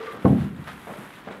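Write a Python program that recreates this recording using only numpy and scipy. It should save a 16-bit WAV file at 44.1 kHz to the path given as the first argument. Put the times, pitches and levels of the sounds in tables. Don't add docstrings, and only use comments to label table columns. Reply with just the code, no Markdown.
import sys
import numpy as np
from scipy import signal
from scipy.fft import rfft, irfft
from scipy.io import wavfile

SR = 44100
rng = np.random.default_rng(int(sys.argv[2]) if len(sys.argv) > 2 else 0)


def bounce(signal):
    frames = np.transpose(np.atleast_2d(signal))
    limited = np.clip(frames, -1, 1)
    pcm = np.round(limited * 32767).astype(np.int16)
    wavfile.write(sys.argv[1], SR, pcm)


N = 61739

# start in seconds, relative level in dB, contact time in seconds.
THUD_BLOWS = [(0.246, -7.5, 0.0014), (0.2499, 4, 0.0014), (0.2562, -4.5, 0.00036), (0.2701, -3, 0.0012),
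              (0.2881, -15.5, 0.00095), (0.3044, -1, 0.0021), (0.3262, -5, 0.0016), (0.4011, -7, 0.00272)]


def thud():
    # pitch in Hz, relative level in dB, 60 dB decay time in seconds.
    board_modes = [(86, -18, 1.0), (134, -11, .6), (147.5, -15, .22), (164, -15, .85), (199, -11, .62),
                   (233, -10, .66), (273, -3, .32), (335, -17, .45), (495, 6, .02), (670, -8, .22),
                   (787, -7, .14), (950, -5, .04), (1075, -2, .09)]
    force = 0
    for start, db, contact in THUD_BLOWS:
        pulse = np.sin(np.pi * np.minimum(since(start) / contact, 1))
        force = force + undb(db) * pulse / pulse.sum()
    boards = resonate(force, board_modes)
    return undb(-12.5) * highpass(boards, hz=102)


def barn_boom():
    # band centre in Hz, level in dB, 60 dB decay time in seconds.
    tail_bands = [(57.4, -49, 2.1), (84.7, -27.5, 1), (150.3, -20.5, 0.95), (216, -26, 1.14),
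                  (320, -23, 0.63), (442, -29.5, 0.6), (674, -27, 0.51), (823, -31.5, 0.2),
                  (1340, -36.5, 0.14)]
    start = THUD_BLOWS[0][0]
    return sum(undb(db) * noise_band(hz) * swell(start, rise=0.0047, t60=t60)
               for hz, db, t60 in tail_bands)


def pen_bumps():
    # start in seconds, knock and scuff levels in dB, rise and 60 dB decay times in seconds.
    hits = [(0.129, -43.5, -42, 0.004, 0.9), (0.563, -34.5, -49, 0.015, 0.17),
            (0.868, -53, -38, .005, 0.24), (0.895, -42, -37.5, .003, 0.65),
            (0.972, -40, -48.5, 0.013, 0.38), (1.265, -41, -35, 0.012, 0.41),
            (1.314, -51, -43, 0.0082, 0.54)]
    # frequency in Hz, relative level in dB.
    knock_colour = [(60, -35), (120, -5.5), (200, -0.5), (300, -6), (500, -25.5), (1000, -60)]
    scuff_colour = [(120, -53), (280, -4.5), (420, 1.5), (560, 1), (700, -2), (1400, -9.5), (2500, -19.5),
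                    (5000, -68)]
    # pitch in Hz, level against the scuff in dB, 60 dB decay time in seconds.
    hollow_modes = [(198.6, -4.5, 0.47), (438.7, -8.5, 0.32), (545.6, -1.5, 0.096)]
    starts, knock_db, scuff_db, rises, t60s = np.array(hits).T
    knocks = bursts(zip(starts, knock_db, rises, t60s), knock_colour)
    scuffs = bursts(zip(starts, scuff_db, rises, t60s), scuff_colour)
    hollow = 0
    for start, db, rise in zip(starts, scuff_db, rises):
        for hz, mode_db, t60 in hollow_modes:
            tone = np.sin(2 * np.pi * hz * since(start))
            hollow = hollow + undb(db + mode_db) * swell(start, rise, t60) * tone
    return knocks + scuffs + hollow


def ringing_bar():
    # start in seconds, level in dB, extra gain on the upper modes in dB.
    strokes = [(0.0, -29, -10.5), (0.061, -32, 1.5)]
    # pitch in Hz, level against the stroke in dB, 60 dB decay time in seconds.
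    bar_modes = [(450.3, 1, 0.38), (1184, -1, 0.34), (1460, -9, 0.15), (2076, -19.5, 0.6)]
    flutter_depth, wobble_rad = .35, .55
    out = 0
    for start, db, bright_db in strokes:
        for k, (hz, mode_db, t60) in enumerate(bar_modes):
            flutter = 1 + flutter_depth * waver()
            tone = np.sin(2 * np.pi * hz * since(start) + wobble_rad * waver())
            gain = undb(db + mode_db + bright_db * (k > 0))
            out = out + gain * swell(start, rise=.009, t60=t60) * flutter * tone
    return out


def straw_rustle():
    # time in seconds, relative crunch and hiss levels in dB.
    contour = [(0.0, -44.5, -67), (0.108, -44, -63), (0.132, -48.5, -59.5), (0.182, -47.5, -69),
               (0.19, -51.5, -68), (0.236, -49, -61), (0.256, -47.5, -58), (0.288, -48, -56),
               (0.362, -50, -62), (0.424, -44.5, -58), (0.536, -59, -69), (0.664, -49, -61.5),
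               (0.676, -40.5, -56.5), (0.77, -51.5, -60), (0.996, -47.5, -56.5), (1.102, -51.5, -61),
               (1.164, -50, -60.5), (1.222, -52.5, -68), (1.288, -49, -74), (1.296, -53, -70),
               (1.324, -47, -67.5), (1.4, -59, -67.5)]
    # start in seconds, level in dB, rise and 60 dB decay times in seconds.
    snaps = [(0.422, -54, 0.0029, 0.21), (0.562, -51.5, 0.0024, 0.031), (0.64, -52, 0.0013, 0.036),
             (0.668, -56.5, 0.014, 0.21), (1.148, -55, 0.0088, 0.21), (1.303, -56, 0.0072, 0.6)]
    # frequency in Hz, relative level in dB.
    crunch_colour = [(150, -20), (300, -8), (600, -6), (900, -2), (1300, 0), (1900, -3), (2500, -9),
                     (3400, -11), (4800, -22), (8000, -32), (15000, -50)]
    hiss_colour = [(2000, -3), (4000, -11.5), (6300, -7.5), (8500, -2), (11500, 0.5), (13500, -5),
                   (15500, -33)]
    snap_colour = [(800, -15), (2000, 5), (3900, 11.5), (5000, -13), (8500, 0), (12000, -41), (15500, -26)]
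    times, crunch_db, hiss_db = np.array(contour).T
    crunch = undb(np.interp(since(0), times, crunch_db) + 3.5) * colour(crackle(), crunch_colour)
    hiss = undb(np.interp(since(0), times, hiss_db) + 0.5) * colour(crackle(), hiss_colour)
    return crunch + hiss + bursts(snaps, snap_colour)


def barn_air():
    # frequency in Hz, relative level in dB.
    air_colour = [(25, -4), (60, -7.5), (120, -4), (200, 0), (320, -1), (600, -13.5), (1200, -9.5),
                  (2500, -17.5), (5000, -38), (12000, -38)]
    return undb(-48.5) * colour(rng.standard_normal(N), air_colour)


def resonate(force, modes):
    t = since(0)
    response = sum(undb(db) * fade(t, t60) * np.sin(2 * np.pi * hz * t) for hz, db, t60 in modes)
    return signal.fftconvolve(force, response)[:N]


def bursts(events, points):
    power = sum((undb(db) * swell(start, rise, t60)) ** 2 for start, db, rise, t60 in events)
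    return np.sqrt(power) * colour(crackle(), points)


def crackle(snaps_per_s=4500, spread_db=2.8, smear_s=.0011):
    fires = rng.random(N) < snaps_per_s / SR
    size = np.minimum(rng.exponential(size=N), 6)
    snaps = fires * undb(spread_db * size)
    power = signal.lfilter([1], [1, -np.exp(-1 / (smear_s * SR))], snaps ** 2)
    return np.sqrt(power) * rng.standard_normal(N)


def noise_band(hz):
    sos = signal.butter(3, [hz / 1.22, hz * 1.22], "band", fs=SR, output="sos")
    return unit(signal.sosfilt(sos, rng.standard_normal(N)))


def waver(cutoff_hz=55):
    sos = signal.butter(2, cutoff_hz, fs=SR, output="sos")
    return unit(signal.sosfilt(sos, rng.standard_normal(N)))


def colour(x, points):
    hz, db = np.array(points).T
    bin_hz = np.maximum(np.arange(N // 2 + 1) * SR / N, 1)
    curve = undb(np.interp(np.log(bin_hz), np.log(hz), db))
    return unit(irfft(rfft(x) * curve, N))


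def highpass(x, hz):
    return signal.sosfilt(signal.butter(2, hz, "high", fs=SR, output="sos"), x)


def swell(start, rise, t60):
    t = since(start)
    return np.minimum(t / rise, 1) * fade(np.maximum(t - rise, 0), t60)


def fade(t, t60):
    return np.exp(-np.log(1000) * t / t60)


def since(start):
    return np.maximum(np.arange(N) / SR - start, 0)


def undb(db):
    return 10 ** (np.asarray(db) / 20)


def unit(x):
    return x / np.sqrt(np.mean(x ** 2))


def scene():
    return (thud() + barn_boom() + pen_bumps() + ringing_bar() + straw_rustle() + barn_air())[None]


def record(dry):
    top_hz = 15650
    high_cut = signal.ellip(10, .2, 80, top_hz, fs=SR, output="sos")
    return signal.sosfilt(high_cut, highpass(dry, hz=49))


dry = scene()
out = record(dry)
bounce(out)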